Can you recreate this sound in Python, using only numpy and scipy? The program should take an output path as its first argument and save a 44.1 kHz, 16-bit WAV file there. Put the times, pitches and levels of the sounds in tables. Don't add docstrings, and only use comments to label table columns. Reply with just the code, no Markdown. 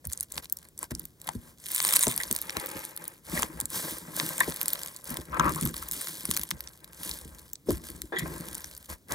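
import sys
import numpy as np
from scipy import signal
from scipy.fft import rfft, irfft
from scipy.io import wavfile
from scipy.ndimage import uniform_filter1d, map_coordinates

SR = 44100
rng = np.random.default_rng(int(sys.argv[2]) if len(sys.argv) > 2 else 0)


def dump(signal):
    limited = np.clip(np.atleast_2d(signal).T, -1, 1)
    pcm = np.round(limited * 32767).astype(np.int16)
    wavfile.write(sys.argv[1], SR, pcm)


N = 403074
TIME = np.arange(N) / SR

# t/s at full force, closing/s, hold/s, release/s,
# foil level/dB, skin level/dB, putty level/dB, table level/dB, creasing pace/(1/s)
HAND_GRIPS = [(0.047, 0.007, 0.0046, 0.023, -39, -50, -60, -43.5, 420),
              (0.11, 0.055, 0.1, 0.092, -47, -63.5, -79, -59, 310),
              (0.383, 0.11, 0.01, 0.023, -38, -49, -51, -45.5, 930),
              (0.43, 0.017, 0.0054, 0.038, -38.5, -55, -63, -49, 490),
              (0.591, 0.23, 0.078, 0.034, -57, -67, -77, -59.5, 370),
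              (0.83, 0.07, 0.0064, 0.04, -39.5, -49, -52, -51, 1400),
              (0.911, 0.01, 0.0076, 0.0099, -40.5, -43.5, -64, -49, 3000),
              (0.941, 0.051, 0.068, 0.16, -50.5, -66, -51.5, -53, 370),
              (1.282, 0.13, 0.012, 0.16, -44, -53.5, -51, -54, 900),
              (1.474, 0.21, 0.028, 0.076, -58.5, -62, -58.5, -57, 11000),
              (1.738, 0.21, 0.08, 0.074, -34.5, -56, -56.5, -62, 1400),
              (1.856, 0.061, 0.13, 0.2, -34, -45.5, -51, -74.5, 4000),
              (2.11, 0.41, 0.33, 0.14, -40, -50.5, -53.5, -54.5, 1400),
              (2.62, 0.37, 0.26, 0.16, -41.5, -51.5, -57, -75, 2000),
              (3.011, 0.041, 0.019, 0.25, -47, -54, -53.5, -66, 1300),
              (3.362, 0.15, 0.031, 0.13, -34, -39.5, -40.5, -43, 4700),
              (3.61, 0.49, 0.0074, 0.11, -52.5, -50, -46.5, -50, 6000),
              (3.758, 0.092, 0.017, 0.13, -32.5, -42.5, -42.5, -55, 19000),
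              (3.844, 0.11, 0.06, 0.24, -38.5, -45, -44, -58, 15000),
              (4.083, 0.11, 0.095, 0.092, -53.5, -52.5, -45.5, -67, 11000),
              (4.183, 0.071, 0.15, 0.35, -36.5, -44, -44, -59, 8000),
              (4.41, 0.062, 0.071, 0.17, -41.5, -46, -45.5, -53, 1600),
              (4.624, 0.35, 0.22, 0.33, -40.5, -49.5, -55, -62, 2000),
              (5.096, 0.083, 0.014, 0.23, -37, -44.5, -47, -48.5, 2300),
              (5.409, 0.19, 0.08, 0.079, -42, -37, -33.5, -36, 750),
              (5.598, 0.27, 0.091, 0.075, -36.5, -49.5, -36, -42, 910),
              (5.742, 0.02, 0.14, 0.13, -43, -53.5, -52.5, -49, 1100),
              (5.931, 0.023, 0.2, 0.3, -36.5, -52, -50.5, -68, 3400),
              (6.251, 0.046, 0.16, 0.15, -37, -53, -49.5, -53, 950),
              (6.506, 0.022, 0.22, 0.11, -52, -59.5, -66, -57, 680),
              (6.83, 0.066, 0.18, 0.21, -54.5, -61.5, -65.5, -61, 190),
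              (7.046, 0.15, 0.059, 0.22, -39.5, -54, -49.5, -54.5, 5300),
              (7.21, 0.3, 0.19, 0.25, -51.5, -60.5, -57.5, -51, 1740),
              (7.699, 0.054, 0.012, 0.18, -38, -50, -37, -41.5, 1400),
              (7.853, 0.047, 0.0095, 0.37, -44.5, -56, -44.5, -43, 3700),
              (8.032, 0.015, 0.0099, 0.062, -63, -70, -48.5, -45, 2000),
              (8.188, 0.0077, 0.0051, 0.017, -32.5, -57, -49, -58, 12000),
              (8.23, 0.16, 0.096, 0.53, -48.5, -47, -41, -46.5, 5300),
              (8.493, 0.22, 0.058, 0.56, -41.5, -55.5, -70, -52.5, 1200),
              (8.899, 0.021, 0.0086, 0.073, -39, -44, -49.5, -39, 2500),
              (9.136, 0.073, 0.02, 0.075, -35.5, -35, -37.5, -38, 1800)]
# t/s, level/dB, start f/Hz, end f/Hz
TABLE_BUMPS = [(0.059, -26.5, 177, 75.5), (0.914, -24.5, 293, 77.4), (1.351, -23.5, 332, 99),
               (2.068, -17.5, 1128, 142), (2.077, -24.5, 204, 120), (2.307, -27, 465, 157),
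               (2.566, -26.5, 747, 126), (2.751, -31, 320, 143), (3.431, -28, 697, 178),
               (3.618, -31, 355, 99), (4.478, -21, 633, 141), (5.106, -26, 230, 154),
               (5.186, -26.5, 557, 127), (5.47, -21.5, 252, 130), (5.62, -18.5, 203, 144),
               (5.644, -19.5, 231, 157), (6.287, -23, 407, 68.6), (6.521, -25.5, 237, 139),
               (7.252, -36.5, 414, 68), (7.685, -11, 513, 294), (7.715, -23, 106, 63),
               (8.22, -24, 221, 129)]
# t/s, length/s, level/dB, pocket f/Hz
AIR_SQUELCHES = [(0.378, 0.0033, -45, 940), (0.829, 0.0026, -36.5, 990), (1.288, 0.0016, -27.5, 840),
                 (2.201, 0.016, -34, 1920), (2.566, 0.0031, -33.5, 1150), (3.375, 0.0057, -30, 2000),
                 (3.428, 0.002, -25.5, 1000), (4.406, 0.0054, -18, 1820), (4.41, 0.0029, -23.5, 1030),
                 (4.433, 0.0047, -33, 2100), (5.329, 0.033, -37, 1180), (5.367, 0.0044, -35, 1160),
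                 (5.396, 0.0042, -22.5, 1064), (5.397, 0.0051, -26, 1440), (5.408, 0.005, -23.5, 1130),
                 (5.431, 0.027, -32, 1160), (5.454, 0.018, -30, 1140), (5.471, 0.028, -29.5, 1160),
                 (5.561, 0.0085, -40, 1060), (5.577, 0.022, -42.5, 1150), (5.66, 0.0041, -38.5, 1150),
                 (5.74, 0.0058, -47, 1150), (5.825, 0.0031, -37.5, 1250), (7.706, 0.0056, -40.5, 1090),
                 (8.122, 0.047, -41, 1740), (8.123, 0.039, -37.5, 360), (8.161, 0.053, -45.5, 3410),
                 (8.166, 0.011, -31.5, 1880), (8.184, 0.04, -41.5, 1960)]
# t/s, level/dB, facet f/Hz, relative midrange pop level/dB
FOIL_SNAPS = [(0.0521, -35.5, 8500, -25), (0.0707, -32, 12100, -42), (0.1245, -32.5, 8450, -37),
              (0.1312, -31, 10500, -26), (0.1332, -29.5, 7850, -20), (0.1751, -34.5, 7860, -31),
              (0.1997, -36, 8000, -35), (0.2078, -24, 9570, -47), (0.229, -32.5, 12600, -30),
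              (0.321, -33, 10700, -37), (0.3436, -41, 7560, -32), (0.4976, -39, 8700, -20),
              (0.5238, -21.5, 12970, -42), (0.5698, -37, 9700, -27), (0.5866, -45, 9600, -20),
              (0.6868, -50, 8340, -14), (0.7773, -41, 7960, -40), (0.79, -32.5, 11700, -47),
              (0.829, -30.5, 9710, -30), (0.9505, -32.5, 7400, -33), (0.9952, -32.5, 10450, -37),
              (1.0534, -36.5, 11800, -18.5), (1.2155, -41, 9200, -14), (1.2714, -35.5, 11450, -18),
              (1.2896, -32, 9300, -1.5), (1.35, -49.5, 9600, -10), (1.6635, -40, 11200, -35),
              (1.6906, -41, 10800, -25), (1.7162, -28.5, 10200, -19), (1.7472, -23, 10240, -25),
              (1.7528, -28, 9700, -24), (1.7617, -24, 9100, -18), (1.7794, -31, 9200, -21),
              (1.8024, -26.5, 9100, -1), (1.8262, -26, 8400, -29), (1.8429, -28, 8950, -18),
              (1.8489, -20, 8400, -9), (1.8794, -26, 9400, -19), (1.8891, -24.5, 9200, -4.5),
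              (1.9255, -25, 9900, -17), (1.9334, -24, 9500, -22), (1.9369, -19.5, 9900, -8),
              (1.9558, -22, 9500, -7), (1.9608, -14, 10600, -15.5), (1.9637, -27, 9400, -2.5),
              (1.9675, -18, 10300, -10.5), (1.9921, -22, 10100, -12), (2.009, -24, 9100, -33),
              (2.0197, -30, 9000, -21), (2.0284, -18, 8350, -21), (2.0512, -27, 10400, -23),
              (2.0684, -24, 8050, -8), (2.081, -22.5, 9350, -37), (2.1117, -33, 8850, -16),
              (2.1627, -27, 10000, -40), (2.1774, -23.5, 11300, -12.5), (2.2231, -37, 12100, -20),
              (2.234, -30, 8640, -5.5), (2.3117, -22, 8460, -13), (2.3263, -23, 14000, -32),
              (2.35, -32, 12000, -12), (2.3626, -25, 9200, -15), (2.4156, -28, 11700, -27),
              (2.4951, -31.5, 6060, 1.5), (2.5045, -37.5, 11100, -4), (2.5684, -32.5, 9500, 2),
              (2.6603, -31.5, 14400, -12), (2.6896, -38, 9800, -16), (2.7925, -40, 11900, -18),
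              (2.8504, -33.5, 10820, -21), (2.9638, -34.5, 10600, -26), (2.9747, -34.5, 9900, -9),
              (3.0411, -37, 10300, -24), (3.079, -30.5, 13000, -28), (3.4219, -25, 9400, -9),
              (3.431, -25, 8300, -1), (3.6016, -24, 10200, -20), (3.611, -29, 9200, -17),
              (3.6554, -27, 8240, -23), (3.7024, -35.5, 11000, -18), (3.9836, -36, 11000, -27),
              (4.1647, -29, 9450, -23), (4.2897, -29.5, 12000, -11), (4.3802, -28, 8900, -11),
              (4.404, -21, 11100, -16), (4.5216, -41, 9000, 2.5), (4.5617, -35, 11500, -22),
              (4.6135, -25, 12100, -7), (4.6297, -28, 12000, -31), (4.6575, -29, 10800, -10),
              (4.6814, -21, 10860, -20), (4.6917, -37, 10800, -13), (4.7082, -40, 11000, -20),
              (4.732, -22, 12500, -30), (4.7554, -43.5, 7450, 5), (4.8331, -31.5, 7800, -14),
              (4.8608, -36, 10000, -6), (4.8827, -39, 7030, -5), (4.963, -37, 8000, -28),
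              (5.0423, -39, 10970, -29), (5.106, -34, 12000, -25), (5.1645, -46, 6700, -4),
              (5.1697, -32, 9900, -6), (5.3962, -25, 6370, -2.5), (5.5588, -32, 8860, -24),
              (5.611, -27, 10600, -16), (5.6241, -36, 10900, -25), (5.6528, -26, 11200, -31),
              (5.6737, -32, 11100, -13), (5.7786, -36, 10200, -25), (5.826, -38, 11800, -16),
              (5.8875, -35.5, 11740, -25), (5.9122, -27.5, 9300, -17), (5.9205, -30, 12100, -20),
              (5.9382, -35, 11000, -15), (6.0238, -42, 9900, -25), (6.0717, -39, 10900, 3.5),
              (6.2535, -25.5, 11100, -12.5), (6.3048, -30, 12200, -32), (6.312, -22, 9800, -8.5),
              (6.3659, -25, 9600, -6.5), (6.373, -25.5, 9700, -6), (6.3945, -31, 11300, -11),
              (6.4342, -28.5, 11300, -10.5), (6.5064, -27.5, 11000, -15), (6.5119, -34.5, 8850, 7),
              (6.6057, -33.5, 11700, -11), (6.6734, -38, 5400, -9.5), (6.8436, -43.5, 9900, -7),
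              (7.0323, -35, 12000, -9), (7.0928, -31, 8950, -10), (7.1126, -32.5, 5300, -19),
              (7.5327, -32, 13330, -22), (7.555, -41, 5100, -16), (7.9015, -38, 10500, -14),
              (7.9614, -48, 8500, -17), (8.018, -32, 10950, -9), (8.3807, -41.5, 9500, -28),
              (8.5512, -31, 9600, -20), (8.6429, -34.5, 6530, -8), (8.7771, -40.5, 11000, -26),
              (9.121, -28.5, 8360, -13)]
# t/s, level/dB
CRUSH_FADER = [(1.68, -56), (1.74, -38), (1.86, -29.5), (1.97, -27.5), (1.985, -45), (2.035, -21.5),
               (2.06, -38), (2.12, -30), (2.17, -66)]
STRETCH_FADER = [(2.42, -53), (2.55, -44), (2.6, -40.5), (2.72, -45), (2.79, -42.5), (2.93, -58.5),
                 (3.03, -51.5), (3.16, -63)]
# f/Hz, level/dB
ROOM_TONE_EQ = [(25, -7), (60, -10), (150, -9), (400, -18), (1000, -33), (2700, -35), (6000, -35),
                (16000, -34.5)]
CRINKLE_EQ = [(300, -52), (1000, -9), (1800, -0.5), (2700, 0.5), (3700, 1), (5000, 0.5), (7000, 0.5),
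              (9000, 3), (11500, 2.5), (15500, -2.5), (16500, -37)]
SNAP_EQ = [(300, -6.5), (1000, -1), (2000, -9), (2700, -3), (3800, 4), (5500, 1.5), (9000, 0.5),
           (16000, 3.5)]
# f/Hz, width/Hz, level/dB
TABLE_RESONANCES = [(50, 28, -5.5), (68.5, 21.6, -1.3)]
PUTTY_RESONANCES = [(164, 24, -1), (239.5, 14, -6), (317, 44, -4.5)]
GAP_RESONANCES = [(537, 113, 7), (879, 110, 3.5), (1029, 158, 4), (1613, 214, 7.5), (1750, 437, 7.5),
                  (1997, 800, 1)]
CUP_RESONANCES = [(315, 37, -0.5), (543, 30, 1.5), (836, 35, -1), (1006, 62, -9), (1200, 44, -6),
                  (1780, 65, -7.5), (1980, 120, -4.5), (2110, 760, -6.5)]
WRAP_RESONANCES = [(990, 110, -5.5), (2140, 660, -6), (3680, 400, -4.5), (6740, 410, -5), (8150, 700, 0),
                   (9550, 860, -1.5), (10800, 1000, -9.5), (13500, 3000, -9)]
# multiple of its pitch, level/dB
POCKET_PARTIALS = [(1, 10), (2, -5.5)]

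TOP_HZ = 15900
SLIDING_PACE = 1900


def from_db(db):
    return 10 ** (np.asarray(db) / 20)


def rms_one(x):
    return x / np.sqrt(np.mean(x ** 2) + 1e-20)


def add(track, s, sound):
    i = max(round(s * SR), 0)
    track[..., i:i + sound.shape[-1]] += sound[..., :max(N - i, 0)]


def cut(x, hz, kind, order=2):
    return signal.sosfilt(signal.butter(order, np.clip(hz, 10, .49 * SR), kind, fs=SR, output="sos"), x)


def resonate(x, hz, width_hz):
    r = np.exp(-np.pi * width_hz / SR)
    feedback = [1, -2 * r * np.cos(2 * np.pi * hz / SR), r * r]
    return signal.lfilter(np.array([1, 0, -1]) * (1 - r * r) / 2, feedback, x + 1e-18)


def body(x, modes):
    return rms_one(sum((-1) ** k * from_db(db) * resonate(x, hz, width)
                       for k, (hz, width, db) in enumerate(modes)))


def equalise(x, curve, size=2048):
    hz, db = np.transpose(curve)
    bins_hz = np.maximum(np.fft.rfftfreq(size, 1 / SR), 1)
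    gain = from_db(np.interp(np.log(bins_hz), np.log(hz), db))
    cepstrum = irfft(np.log(gain))
    cepstrum[1:size // 2] *= 2
    cepstrum[size // 2 + 1:] = 0
    impulse = irfft(np.exp(rfft(cepstrum)))
    return signal.fftconvolve(x, impulse[None], axes=-1)[:, :x.shape[-1]]


def bend(x, pitch_ratio):
    position = np.cumsum(pitch_ratio)
    return np.array([map_coordinates(side, [position], order=1, mode="mirror") for side in x])


def fader(points):
    s, db = np.transpose(points)
    return from_db(np.interp(TIME, s, db, left=-120, right=-120))


def drift(per_s):
    return np.interp(TIME * per_s, np.arange(1000), rng.standard_normal(1000))


def stereo_noise(length, side_db):
    mid, side = rng.standard_normal((2, length))
    return (mid + from_db(side_db) * side * [[1], [-1]]) / np.hypot(1, from_db(side_db))


def grain_power(per_s, spread_db, decay_s, even_s):
    chance = rng.random(N) * SR / per_s
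    born = chance < 1
    strength = np.minimum(-np.log(chance[born] + 1e-12), 4)
    power = np.zeros(N)
    power[born] = from_db(spread_db * strength) ** 2
    power = signal.lfilter([1], [1, -np.exp(-2 / (decay_s * SR))], power + 1e-12)
    return power / np.maximum(uniform_filter1d(power, int(even_s * SR) + 1), 1e-9)


def room_tone():
    return from_db(-59.5) * rms_one(equalise(stereo_noise(N, side_db=-12), ROOM_TONE_EQ))


def room(x, wet_db, t60_s=0.07):
    t = TIME[:SR // 2]
    fade_in = np.clip(t / 0.0017 - .5, 0, 1)
    tail = rng.standard_normal((2, len(t))) * from_db(-60 * t / t60_s) * fade_in
    tail = rms_one(tail) / np.sqrt(len(t))
    return x + from_db(wet_db) * signal.fftconvolve(x, tail, axes=-1)[:, :N]


def grips(yield_db_per_s=12):
    power, weighted_pace = np.zeros((4, N)) + 1e-12, np.zeros(N)
    for s, closing_s, hold_s, release_s, *levels_db, pace in HAND_GRIPS:
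        start = max(s - closing_s, 0)
        t = np.arange(start - s, hold_s + release_s, 1 / SR)
        attack = np.clip(1 + t / closing_s, 0, 1)
        release = np.clip(1 - (t - hold_s) / release_s, 0, 1)
        force = (attack * release) ** 2 * from_db(-yield_db_per_s * np.clip(t, 0, hold_s))
        grip_power = np.outer(from_db(levels_db), force) ** 2
        add(power, start, grip_power)
        add(weighted_pace, start, grip_power[0] * pace)
    return *np.sqrt(power), np.maximum(weighted_pace / power[0], 200)


def knead(putty_gain, table_gain):
    pushes = np.sqrt(grain_power(130, spread_db=2.5, decay_s=0.0071, even_s=0.32))
    putty = body(stereo_noise(N, side_db=-13) * pushes, PUTTY_RESONANCES)
    putty = rms_one(cut(cut(putty, 414, "low", order=3), 75, "high"))
    table = body(stereo_noise(N, side_db=-11.5) * (pushes + 0.26), TABLE_RESONANCES)
    table = rms_one(cut(table, 96, "low"))
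    pan = from_db([[.6], [-.6]])
    return (putty_gain * from_db(0.5) * putty + table_gain * from_db(-0.5) * table) * pan


def bumps(size=6000):
    thuds, t = np.zeros(N), np.arange(size) / SR
    for s, db, start_hz, end_hz in TABLE_BUMPS:
        swell_s = 0.00801 * (308 / start_hz) ** 0.441
        hz = end_hz + (start_hz - end_hz) * np.exp(-t / (0.933 * swell_s))
        swell = np.sqrt(t / swell_s * np.exp(1 - t / swell_s)) * np.exp(-t * 25)
        wobble, roughness = rms_one(cut(rng.standard_normal((2, size)), start_hz * .4, "low"))
        wave = np.sin(2 * np.pi * np.cumsum(hz) / SR + .7 * wobble) * (1 + .45 * roughness)
        add(thuds, s, from_db(db) * cut(swell * wave, start_hz * 1.38, "low", order=3))
    ring = sum(resonate(thuds, hz, width * 0.25) for hz, width, _ in PUTTY_RESONANCES)
    pan = from_db([[.7], [-.7]])
    return (from_db(-4.5) * thuds + from_db(-10) * ring) * pan


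def hollows(x, modes, wander=.025):
    return bend(body(x, modes), 1 + wander * drift(per_s=7))


def rub(gain):
    noise = stereo_noise(N, side_db=-4)
    slips = noise * np.sqrt(grain_power(570, spread_db=3.5, decay_s=0.0036, even_s=0.15))
    muffled = cut(hollows(slips, GAP_RESONANCES), 4400, "low", order=4)
    return gain * from_db(1.74) * rms_one(cut(muffled, 300, "high"))


def stretch():
    noise = stereo_noise(N, side_db=-7.5)
    tears = noise * np.sqrt(grain_power(400, spread_db=2, decay_s=.002, even_s=0.11))
    return fader(STRETCH_FADER) * rms_one(cut(hollows(tears, CUP_RESONANCES), 3000, "low"))


def squelches(size=4000, pops_per_s=700, width_hz=380, glide=0.018, glide_s=0.014):
    out, t = np.zeros((2, N)), np.arange(size) / SR
    rising_pitch = 1 + glide * (.5 - np.exp(-t / glide_s))
    for s, length_s, db, hz in AIR_SQUELCHES:
        pops = (rng.random(size) < pops_per_s / SR) * rng.standard_normal(size)
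        sputter = pops + from_db(-13.5) * stereo_noise(size, side_db=-8)
        sputter[:, 0] += 2
        flow = sputter * np.exp(-(t / length_s) ** 2)
        ring = sum(from_db(partial_db) * resonate(resonate(flow, hz * k, width_hz), hz * k, width_hz)
                   for k, partial_db in POCKET_PARTIALS)
        ring = rms_one(bend(ring, rising_pitch))
        add(out, s, from_db(db + 2.5) * ring * np.sqrt(length_s * SR / size))
    return out


def facets(x, size=2048, ring_db=2):
    ring = np.zeros((2, N))
    for i in range(0, N - size, size // 2):
        hz = rng.uniform(4000, 15000)
        add(ring, i / SR, resonate(x[:, i:i + size], hz, width_hz=220) * np.hanning(size))
    return rms_one(x + from_db(ring_db) * ring)


def crush():
    noise = stereo_noise(N, side_db=-11)
    creases = noise * np.sqrt(grain_power(400, spread_db=3.5, decay_s=0.0017, even_s=0.026))
    return fader(CRUSH_FADER) * facets(cut(body(creases, WRAP_RESONANCES), 500, "high"))


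def crinkle(gain, pace, sliding_treble_db=2):
    grains_per_s = pace * .3
    ticks = grain_power(grains_per_s, spread_db=7, decay_s=.0009, even_s=.13)
    swish = 2.5 * (pace / (pace + 6000)) ** 2
    edges_hz, shower = (300, 2800, 5000, 7500, 10000, 13000, 17000), 0
    for band_hz in zip(edges_hz, edges_hz[1:]):
        rustle = grain_power(grains_per_s, spread_db=5.5, decay_s=.003, even_s=.07)
        power = ticks + .4 * rustle + swish + .02
        shower += cut(stereo_noise(N, side_db=-19) * np.sqrt(power), band_hz, "band", order=3)
    shower = facets(equalise(shower, CRINKLE_EQ))
    sliding = pace / (pace + SLIDING_PACE)
    sheen = cut(shower, 6200, "high", order=1) * (from_db(sliding_treble_db) - 1) * sliding
    flicker = from_db(-1.5 + 2 * drift(per_s=14))
    return gain * flicker * (shower + sheen)


def chance_buckles(foil_gain, pace, candidates=300, max_per_s=17):
    when, chance = rng.random((candidates, 2)).T
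    softness, octaves, pop = rng.standard_normal((candidates, 3)).T
    i = (when * N).astype(int)
    db = 20 * np.log10(foil_gain[i]) + 1 - 3 * np.minimum(softness, 1)
    hz = 10100 * 2 ** (0.13 * octaves)
    pop_db = -8.5 + 6 * pop
    per_s = max_per_s / (1 + pace[i] / SLIDING_PACE)
    rows = np.transpose([i / SR, db, hz, pop_db])
    return list(rows[chance < per_s * N / SR / candidates])


def snaps(rows, size=700, mode_count=4, crack_s=.00045, shiver_s=.003):
    out, t = np.zeros((2, N)), np.arange(size) / SR
    first_crack = np.exp(-t / crack_s)
    shiver = from_db(-22) * np.exp(-t / shiver_s)
    attack = np.minimum(t / .00015, 1)
    for s, db, hz, pop_db in rows:
        late = t - rng.uniform(.0002, .0012)
        second_gain = from_db(min(rng.normal(-1.5, 6), 0))
        second_crack = second_gain * (late > 0) * np.exp(-np.abs(late) / crack_s)
        burst = stereo_noise(size, side_db=-10.5) * (first_crack + second_crack + shiver) * attack
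        modes_hz = hz * 2 ** rng.normal(0, .3, mode_count)
        modes_hz = np.minimum(modes_hz, TOP_HZ * rng.uniform(.85, .98, mode_count))
        ring = rms_one(sum(resonate(burst, mode_hz, width_hz=280) for mode_hz in modes_hz))
        crack = rms_one(resonate(burst, min(hz, TOP_HZ), width_hz=1100) + from_db(-27.5) * burst)
        facet = rms_one(cut(ring + from_db(-2.5) * crack, [hz * 0.43, hz * 2.15], "band", order=3))
        pop = rms_one(cut(resonate(burst, 1950, width_hz=550), 8000, "low"))
        add(out, s, from_db(db - 6.5) * (facet + from_db(pop_db + 6) * pop))
    return equalise(out, SNAP_EQ)


def scene():
    foil_gain, skin_gain, putty_gain, table_gain, pace = grips()
    bed = room_tone()
    hands = rub(skin_gain) + stretch() + squelches() + bumps()
    hands = room(hands, wet_db=-9)
    lump = knead(putty_gain, table_gain)
    foil = crinkle(foil_gain, pace) + crush()
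    foil += snaps(list(FOIL_SNAPS) + chance_buckles(foil_gain, pace))
    return bed + lump + hands + room(foil, wet_db=-20)


def record(dry):
    left, right = cut(dry, 47, "high", order=4)
    left = left + 0.99 * resonate(left, 1010, width_hz=304)
    right = right - 0.95 * resonate(right, 860, width_hz=366)
    left = left - 2 * resonate(left, 2702, width_hz=1380)
    rounded = 1.1 * np.tanh(np.array([left, right]) / 1.1)
    return signal.sosfilt(signal.ellip(10, .1, 80, TOP_HZ, fs=SR, output="sos"), rounded)


dry = scene()
out = record(dry)
dump(out)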